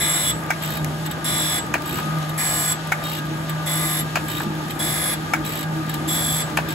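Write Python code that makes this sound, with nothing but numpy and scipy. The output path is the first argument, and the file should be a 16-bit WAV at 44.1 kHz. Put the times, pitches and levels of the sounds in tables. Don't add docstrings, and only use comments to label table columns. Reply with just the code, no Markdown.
import sys
import numpy as np
from scipy import signal
from scipy.fft import rfft, irfft, next_fast_len
from scipy.io import wavfile
from scipy.ndimage import uniform_filter1d

SR = 44100
rng = np.random.default_rng(int(sys.argv[2]) if len(sys.argv) > 2 else 0)


def wav_record(signal):
    frames = np.transpose(np.atleast_2d(signal))
    bounded = np.clip(frames, -1, 1)
    quanta = np.round(bounded * 32767).astype(np.int16)
    wavfile.write(sys.argv[1], SR, quanta)


N = 297234
SIZE = next_fast_len(N + SR // 2)
HZ = np.fft.rfftfreq(SIZE, 1 / SR) + 1e-3
T = np.arange(N) / SR


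def undb(db):
    return 10 ** (np.asarray(db) / 20)


def level(x, db):
    return x * undb(db) / np.sqrt(np.mean(x ** 2))


def through(x, response):
    return irfft(rfft(x, SIZE) * response, SIZE)[..., :N]


def modes(table):
    total = 0
    for k, (f, width, db) in enumerate(table):
        total = total + (-1) ** k * undb(db) / (1 + 1j * (HZ - f * f / HZ) / width)
    return total


def colour(table):
    f, db = np.transpose(table)
    return undb(np.interp(np.log(HZ), np.log(f), db))


def walk(rate):
    hold = int(SR / rate)
    steps = np.repeat(rng.standard_normal(N // hold + 1), hold)
    return 1.344 * uniform_filter1d(uniform_filter1d(steps, hold), hold)[:N]


def gliding(x, hz, width):
    turn = np.exp(2j * np.pi * np.cumsum(hz) / SR)
    keep = np.exp(-np.pi * width / SR)
    return 2 * np.real(turn * signal.lfilter([1 - keep], [1, -keep], x / turn))


def scatter(lags_ms, gain):
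    delays = [np.exp(-2j * np.pi * HZ * ms / 1000) for ms in lags_ms]
    return np.prod([(gain + d) / (1 + gain * d) for d in delays], axis=0)


def grit(turn_hz, count, wear, fresh, uneven_db):
    period = int(round(SR / turn_hz))
    orders = np.arange(period // 2 + 1)
    drift = wear * (orders / 200 + 0.11) * rng.standard_normal((count // period + 1, len(orders)))
    drift = np.sqrt(7) * uniform_filter1d(drift, size=7, axis=1)
    phase = 2 * np.pi * rng.random(len(orders)) + np.cumsum(drift, axis=0)
    strength = undb(uneven_db * rng.standard_normal(len(orders)))
    turns = level(irfft(strength * np.exp(1j * phase), period), 0)
    turns = turns + fresh * rng.standard_normal(turns.shape)
    return level(turns.ravel()[:count], 0)


# (first contact [s], last contact [s], bite before resonances [dB],
# wheel ring relative to bite, before its modes [dB], tilt of that ring from mid-pass to the end [dB])
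PASSES = [(-.03, 0.312, -28.5, 14, 0.5), (1.241, 1.59, -28.5, 9.5, 2.5), (2.375, 2.73, -27, 10.5, 2),
          (3.658, 4.01, -30, 7.5, -2.5), (4.789, 5.142, -27.5, 3.5, -2), (6.075, 6.423, -29, 6, -1.5)]
WHEEL_SPEEDS = [50.69, 50.71, 50.8, 50.89, 51.0, 51.16]
# (frequency [Hz], relative level [dB])
RASP_COLOUR = [(400, -10.5), (700, 2), (1700, -4), (2700, -12), (4500, -4), (7000, -12), (10000, -46),
               (11750, -1), (12800, -12), (14000, -11), (16000, -13)]
# (frequency [Hz], width [Hz], relative level [dB])
WHEEL_MODES = [(7770, 10, 10), (7822, 70, -3), (8120, 190, -12)]
# (frequency [Hz], width [Hz], relative level [dB])
PART_MODES = [
    [(1680, 160, 6), (2020, 86, 16), (2456, 190, 4.5)],
    [(2948, 30, 3)],
    [(3685, 80, 10.5), (4010, 35, 4), (5550, 100, 3)],
    [(7465, 20, 20.5)],
    [(10300, 40, 7), (10580, 50, 13), (10830, 150, 13), (11300, 60, 12)],
    [(10900, 700, 5), (11070, 120, 14)],
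    [(12215, 22, 17), (12630, 32, 12)],
    [(3447, 30, 10)],
]
# (drive of each row of parts [dB], ...)
STRIP_DRIVES = [(-1, 12.5, 9, 7, -1, 7, -7, 2), (2, 7, 7.5, 3.5, 0.5, 4.5, -9, 8),
                (-0.5, 3.5, -4, 0, -2, 1.5, -1, 0.5), (.9, 3, 3.5, 2, -3.5, 5.5, 3, 3),
                (-3, 1, -1.5, -1, -1, 2, 0, 5), (-2, -13, 3, 3, 1.5, 3.5, 2, 11.5)]
# (time [s], relative level [dB])
BLOCK_CURVES = [
    [(0.0, -30), (0.152, -40), (0.2, -52), (0.254, -28.5), (0.3, -29)],
    [(1.26, -31), (1.286, -38), (1.33, -34.5), (1.556, -31), (1.58, -36)],
    [(2.39, -49), (2.456, -52), (2.506, -57), (2.68, -35), (2.72, -31)],
    [(3.675, -33.5), (3.751, -38), (3.873, -51), (3.915, -41), (4.0, -49)],
    [(4.805, -25.5), (4.841, -37), (4.927, -39), (5.021, -30), (5.13, -31.5)],
    [(6.09, -30), (6.114, -29), (6.415, -38)],
]
RIM_CRESTS = [.92, .14, .13, .02, .78, .67]
RIM_THROBS = [2.6, 2.7, 1.5, 4.9, 2.4, 3.7]
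RIM_ROWS = (4, 5)
STEADY_ROWS = (1,)
WHEEL_ARCH_DB = 2.5
BLOCK_HZ, BLOCK_WIDTH_HZ, BLOCK_FADE_HZ = 3396, 22, 32
PART_FLICKER_DB = 1.7


def grinding():
    part_count = len(PART_MODES)
    force = np.zeros((part_count + 3, N))
    passes = zip(PASSES, WHEEL_SPEEDS, STRIP_DRIVES, BLOCK_CURVES, RIM_CRESTS, RIM_THROBS)
    for cut, turn_hz, strip, block_curve, crest, throb_db in passes:
        first, last, bite_db, wheel_db, wheel_tilt = cut
        t = T[(T >= first) & (T < last)]
        across = 2 * (t - first) / (last - first) - 1
        edge = np.clip(np.minimum((t - first) / 0.0027, (last - t) / 0.0018), 0, 1)
        bite = edge * undb(bite_db)
        push = bite * grit(turn_hz, count=len(t), wear=0.57, fresh=0.51, uneven_db=2.5)
        pound = bite * grit(turn_hz, count=len(t), wear=0.25, fresh=0.15, uneven_db=.8)
        throb = level(undb(throb_db * np.cos(2 * np.pi * (turn_hz * (t - t[0]) - crest))), 0)
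        sung = edge * level(gliding(pound, np.full(len(t), BLOCK_HZ), BLOCK_WIDTH_HZ), 0)
        block_gain = undb(np.interp(t, *np.transpose(block_curve)))
        wheel_gain = undb(wheel_db + wheel_tilt * across - WHEEL_ARCH_DB * across ** 4)
        drives = []
        for row, gain in enumerate(undb(strip)):
            drive = gain * (pound if row in STEADY_ROWS else push)
            drives.append(drive * throb if row in RIM_ROWS else drive)
        drives += [push, push * wheel_gain, sung * block_gain]
        start = int(round(t[0] * SR))
        force[:, start:start + len(t)] = drives
    bodies = [modes(part) for part in PART_MODES]
    bodies.append(undb(6.0) * colour(RASP_COLOUR))
    bodies.append(undb(12.5) * modes(WHEEL_MODES))
    bodies.append(modes([(BLOCK_HZ, BLOCK_FADE_HZ, 1.5)]))
    force[:part_count] *= undb([PART_FLICKER_DB * walk(14) for _ in PART_MODES])
    rings = through(force, np.array(bodies))
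    return rings[:-1].sum(axis=0), rings[-1]


def blows(table, rattle_ms, loose, tail, tail_ms):
    force, crack = np.zeros(N + 2000), np.zeros(N + 2000)
    t_ms = np.arange(2000) / SR * 1000
    decay = np.exp(-t_ms / rattle_ms) + tail * np.exp(-t_ms / tail_ms)
    chatter = rng.standard_normal((len(table), 2000)) * decay
    for (s, db, contact_ms), noise in zip(table, chatter):
        push = np.sin(np.pi * np.clip(t_ms / max(contact_ms, .03), 0, 1))
        gain = undb(db) / push.sum()
        rattle = np.convolve(noise, push[:100])[:2000]
        force[int(s * SR):][:2000] += gain * (push + loose * rattle)
        crack[int(s * SR):][:2000] += gain * noise
    return force[:N], np.diff(crack[:N], prepend=0)


def bounced(dogs, rebounds):
    rows = []
    for s, db, contact_ms in dogs:
        for late, less, soft_ms in [(0, 0, contact_ms), *rebounds]:
            rows.append((s + late, db + less, soft_ms))
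    return [row for row in rows if row[0] < N / SR]


# (time [s], blow before modes [dB], contact [ms])
DOG_BLOWS = [(.5038, -13, 0.17), (1.7403, -5.5, 0.052), (2.9196, -13, 0.12), (4.1568, -5, 0.047),
             (5.3352, -11.5, 0.13), (6.5728, -4.5, 0.049)]
# (time after the blow [s], level relative to it [dB], contact [ms])
NEAR_REBOUNDS = [(.0022, 10, .15), (.0091, 3, .2), (.0176, -3, .3), (.0296, -5, .3)]
# (time after the blow [s], level relative to it [dB], contact [ms])
FAR_REBOUNDS = [(.0109, -11, 0.2), (.0144, -8, 0.2), (.0236, -15, .45), (.2440, -7, .45), (.2475, -5, .45)]
# (frequency [Hz], width [Hz], relative level [dB])
NEAR_MODES = [(1100, 300, -14), (1470, 190, 3), (2240, 210, 3), (3650, 400, -15), (5600, 400, -22)]
# (frequency [Hz], width [Hz], relative level [dB])
FAR_MODES = [(920, 250, -3), (1690, 350, -2), (2000, 300, -6), (2450, 350, -4), (4900, 900, -22)]


def lever():
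    near_blows = bounced(DOG_BLOWS[::2], NEAR_REBOUNDS)
    far_blows = bounced(DOG_BLOWS[1::2], FAR_REBOUNDS)
    near, near_crack = blows(near_blows, rattle_ms=3.6, loose=0.2, tail=0.38, tail_ms=16)
    far, far_crack = blows(far_blows, rattle_ms=0.72, loose=0.6, tail=0.25, tail_ms=17.0)
    edge = modes([(5500, 2600, -1.8)])
    near_early, far_early = [np.exp(2j * np.pi * HZ * ms / 1000) for ms in (1.5, .7)]
    cracks = through(near_crack, edge * near_early) + through(far_crack, edge * far_early)
    linkage = scatter((.37, .9), .5)
    rings = through(near, undb(13) * modes(NEAR_MODES) * linkage)
    rings += through(far, undb(16) * modes(FAR_MODES) * linkage)
    return rings + seating(), cracks


# (time after the blow [s], frequency [Hz], width [Hz], level relative to the blow, before its onset [dB])
SEAT_RINGS = [
    [(.0002, 790, 150, 5), (.0008, 2260, 140, 3), (.0022, 1480, 85, 2), (.0090, 2190, 150, -5),
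     (.0110, 880, 80, -7)],
    [(-.0004, 2400, 190, -3), (-.0004, 1720, 170, -3.5), (.0008, 1330, 200, -10), (.0020, 800, 110, -10),
     (.0141, 660, 150, -4), (.0132, 2480, 200, -11), (.0150, 1620, 250, -16)],
]


def seating():
    out, t = np.zeros(N + 2000), np.arange(2000) / SR
    onset = 1 - np.exp(-t / 0.00039)
    for k, (s, db, _) in enumerate(DOG_BLOWS):
        for late, hz, width, less in SEAT_RINGS[k % 2]:
            ring = np.sin(2 * np.pi * hz * t) * np.exp(-np.pi * width * t) * onset
            out[int((s + late) * SR):][:2000] += undb(db + less) * ring
    return out[:N]


# (first tooth [s], last tooth [s], blow before modes [dB],
# slowing of the run [share], leading ring at first tooth [Hz], at last tooth [Hz])
FEED_RUNS = [(.622, 0.77, -27.5, 0.18, 3170, 3550), (1.857, 1.998, -28.5, -0.19, 3190, 2790),
             (3.038, 3.185, -28.5, 0.14, 3760, 3520), (4.283, 4.432, -28, -0.017, 3570, 3870),
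             (5.449, 5.628, -27.5, 0.22, 3240, 3790), (6.687, 6.835, -28, -0.09, 3200, 3200)]
TOOTH_COUNTS = [11, 10, 10, 10, 12, 10]
# (time [s], blow before modes [dB])
PAWL_RESETS = [(1.061, -25.5), (1.111, -25.5), (2.293, -29.5), (3.494, -26.5), (4.706, -26), (5.894, -26.5),
               (5.941, -25)]
# (frequency [Hz], width [Hz], relative level [dB])
PAWL_MODES = [(1840, 1220, -5.5), (4930, 7900, -18), (7816, 71, 5.5), (9880, 130, -6.5), (12700, 127, 7)]
# (frequency [Hz], width [Hz], relative level [dB])
LINK_MODES = [(2710, 90, -3), (3150, 50, -4), (3496, 60, -5), (3750, 50, -4), (4180, 70, -10)]
TOOTH_SCATTER_DB, TOOTH_JITTER_S = -1.14, 0.00098
FEED_SWELL_DB = -0.5
LEAD_WIDTH_HZ = 22
LINK_DRIFT, LINK_DRIFT_RATE, LINK_FLICKER_DB = .016, 9, 2.5
DRAG = .8


def ratchet():
    clicks, leads = list(PAWL_RESETS), []
    for (first, last, db, slows, first_hz, last_hz), count in zip(FEED_RUNS, TOOTH_COUNTS):
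        u, chance = np.linspace(0, 1, count), rng.standard_normal((count, 2))
        arch = np.sin(np.pi * u)
        when = first + (last - first) * (u - slows * u * (1 - u))
        when = when + TOOTH_JITTER_S * chance[:, 0] * arch
        clicks += zip(when, db + FEED_SWELL_DB * (arch - .5) + TOOTH_SCATTER_DB * chance[:, 1])
        leads += [(first, first_hz), (last, last_hz)]
    contacts = [(s, db, .04) for s, db in clicks if s < N / SR]
    force, crack = blows(contacts, rattle_ms=5.3, loose=0.16, tail=0.42, tail_ms=12.3)
    load = np.sqrt(np.abs(uniform_filter1d(force ** 2, size=SR // 40)))
    scrape = .5 * force + DRAG * load * rng.standard_normal(N)
    links = np.zeros(N)
    for hz, width, db in LINK_MODES:
        share = undb(db + LINK_FLICKER_DB * walk(18))
        pitch = hz * (1 + LINK_DRIFT * walk(LINK_DRIFT_RATE))
        links += undb(29.5) * gliding(scrape * share, pitch, width)
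    lead_hz = np.interp(T, *np.transpose(leads)) * (1 + .004 * walk(20))
    lead = undb(27) * gliding(scrape, lead_hz, LEAD_WIDTH_HZ)
    rasp = through(scrape, undb(10.5) * modes([(2600, 1800, 0)]))
    pawl = through(force, undb(25.0) * modes(PAWL_MODES))
    return links + lead + rasp + pawl + undb(-12.0) * crack


# (time [s], hum rise [dB], hold [s],
# oil rise [dB], thud before its envelope [dB])
PUMP_SWELLS = [(.64, 2, 0.086, -4.5, -43), (.77, 7, 0.13, 0.5, -40), (1.69, -0.5, 0.033, 1.5, -47),
               (2.02, 7.5, 0.017, -2.5, -5), (3.21, 5, 0.63, 1.5, -40), (4.42, 5.5, 0.1, 7.5, -1),
               (5.62, 5.5, 0.67, 5.5, -35), (6.5, 1, 0.044, 3, -37)]
HUM_HZ, HUM_DB, OIL_DB = 156.4, -34, -39.5
SWELL_RISE_S, SWELL_FADE_S, THUD_HZ = .04, 0.26, 207.4


def pump():
    hum_db, oil_db = HUM_DB, OIL_DB
    for s, hum_rise, hold, oil_rise, _ in PUMP_SWELLS:
        swell = np.clip((T - s) / SWELL_RISE_S, 0, 1)
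        swell = swell * np.exp(-np.clip(T - s - hold, 0, None) / SWELL_FADE_S)
        hum_db = hum_db + hum_rise * swell
        oil_db = oil_db + oil_rise * swell
    phase = 2 * np.pi * np.cumsum(HUM_HZ + 1.85 * walk(24.69)) / SR
    hum = np.sqrt(2) * np.sin(phase) * undb(.9 * walk(9) + 1.4 * walk(22))
    bed = modes([(210.0, 26, -4.0), (284, 54, -3.0), (318.5, 17.3, 6.0)])
    oil = level(through(rng.standard_normal(N), bed), 0)
    return hum * undb(hum_db) + oil * undb(oil_db + 1.45 * walk(6.8))


def thuds():
    out, t = np.zeros(N + SR // 2), np.arange(SR // 2) / SR
    ring = np.sin(2 * np.pi * THUD_HZ * t) * (1 - np.exp(-t / 0.13)) * np.exp(-t / 0.031)
    for s, *_, db in PUMP_SWELLS:
        out[int((s + 0.025) * SR):][:len(t)] += undb(db) * ring
    return out[:N]


# (centre frequency [Hz], width of wander [Hz])
WHINE_TONES = [(558.5, 4.5), (592, 4), (599.3, 2), (659.5, 3.5), (763.6, 2.3), (778, 1.2), (1184.1, 3.5),
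               (1197.9, 3), (1225.7, .6), (1246.4, 3), (1474.9, 2.7), (1601, .5), (1627, 4), (1642.1, .5),
               (1678.8, 5), (1883.5, 4)]
WHINE_LEVELS = [-56, -65.5, -51.5, -48.5, -60.5, -54, -49, -47.5, -57.5, -44.5, -51, -57, -50, -58, -64.5,
                -56.5]
# (frequency [Hz], width of each of two cascaded resonances [Hz], level [dB])
ROLLING_BANDS = [(564, 47, -63), (645, 17, -65), (867, 72, -37), (1202, 20.5, -42.5), (1245, 51, -43.5),
                 (1618, 19, -43.5)]
WHINE_WAVER_DB = 3.2


def bearings():
    response = 0
    for hz, width, db in ROLLING_BANDS:
        band_gain = undb(db) * np.sqrt(2 * SR / np.pi / width)
        response = response + modes([(hz, width, 0)]) ** 2 * band_gain
    out = through(rng.standard_normal(N), response)
    for (hz, wander), db in zip(WHINE_TONES, WHINE_LEVELS):
        gain = np.sqrt(2) * undb(db + WHINE_WAVER_DB * walk(4.82))
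        cycles = rng.random() + np.cumsum(hz + wander / 2 * walk(6)) / SR
        out += gain * np.sin(2 * np.pi * cycles)
    return out


# (time [s], blip level before decay and splash [dB], starting pitch [Hz])
DROPS_AND_CLICK = [(0.4638, -28.5, 7760), (0.8455, -27, 1860), (0.8457, -23, 4300), (0.862, -38, 3100),
                   (2.03, -30, 3460), (2.228, -30, 3270), (3.2544, -37, 2980), (3.268, -33, 3250),
                   (4.2597, -34, 3260), (4.5519, -34, 3300), (4.6838, -35, 3200), (5.9156, -28, 3220)]


def coolant():
    out, t = np.zeros(N + 400), np.arange(400) / SR
    drops = list(DROPS_AND_CLICK)
    for when, pitch, size in rng.random((900, 3)):
        drops.append((when * N / SR, -50 - 3 * np.log(1 - size), 2200 * 4.5 ** pitch))
    for (s, db, hz), noise in zip(drops, rng.standard_normal((len(drops), 400))):
        blip = np.sin(2 * np.pi * hz * t * (1 + 30 * t)) * np.exp(-t * hz / 5.5)
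        splash = 2.7 * noise * np.exp(-t / 0.00038)
        out[int(s * SR):][:400] += undb(db) * (blip + splash)
    return out[:N]


# (frequency [Hz], spectral density [dB per Hz])
SHOP_COLOUR = [(25, -94), (60, -62), (130, -58), (350, -62), (430, -66.5), (600, -64.5), (1000, -69.5),
               (1700, -67.5), (2200, -73.5), (3500, -74.5), (6000, -83), (10000, -83.5), (13000, -85.5),
               (16000, -104)]


def shop():
    noise = rfft(rng.standard_normal((3, N)), SIZE) * colour(SHOP_COLOUR) * np.sqrt(SR / 2)
    edges_hz = [0, 500, 2500, 7000, SR]
    out = np.zeros((3, N))
    for low, high in zip(edges_hz, edges_hz[1:]):
        band = irfft(noise * (HZ >= low) * (HZ < high), SIZE)[:, :N]
        out += undb(0.6 * walk(1.8) + 1.48 * walk(14)) * band
    return out


# (frequency [Hz], gain on the left and equal loss on the right [dB])
SIDE_LEAN = [(300, -0.67), (1200, 1.2), (2500, 0.9), (5000, 1.5), (8000, 0.46)]
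BASS_LEAN_DB, BASS_LAG_S = 0.86, 0.00045
PORT_LAG_S = 1 / 4600
FRONT_SIDE = 0.55


def scene():
    rasp, block = grinding()
    steady = rasp + pump() + thuds() + bearings()
    knocks, cracks = lever()
    front = block + knocks
    hits = cracks + ratchet() + coolant()
    common, *diffuse = shop()
    bass = .975 / (1 + (HZ / 700) ** 2.2)
    treble = .93 / (1 + (5800 / HZ) ** 8)
    middle = np.sqrt(np.clip(1 - bass - treble, 0, 1))
    right = np.ones(len(HZ))
    bass_lag = BASS_LAG_S / (1 + (HZ / 400) ** 2)
    bass_left = undb(BASS_LEAN_DB) * np.exp(-2j * np.pi * HZ * bass_lag)
    treble_left = -np.exp(-2j * np.pi * HZ * PORT_LAG_S)
    shared = np.sqrt(bass) * np.array([bass_left, right])
    shared = shared + np.sqrt(treble) * np.array([treble_left, right])
    close = np.array([scatter((.22, 1.0), .55), scatter((.43, 1.6), .55)])
    echoes = np.array([scatter((.6, 2.3, 5.9), .55), scatter((1.1, 1.7, 6.7), .55)])
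    lean = np.array([colour(SIDE_LEAN), 1 / colour(SIDE_LEAN)])
    ahead = 1 + np.array([[1], [-1]]) * FRONT_SIDE * scatter((.31, 1.3), 0.35)
    out = through(front, lean * ahead)
    out += through(steady + hits + common, lean * shared)
    out += through(steady, lean * middle * echoes)
    out += through(hits, lean * middle * close)
    out += through(np.array(diffuse), lean * middle)
    return out


TOP_HZ = 15720


def record(dry):
    rounded = .9 * np.tanh(dry / .9)
    top_cut = signal.ellip(10, .2, 60, TOP_HZ, fs=SR, output="sos")
    return signal.sosfilt(top_cut, rounded)


dry = scene()
out = record(dry)
wav_record(out)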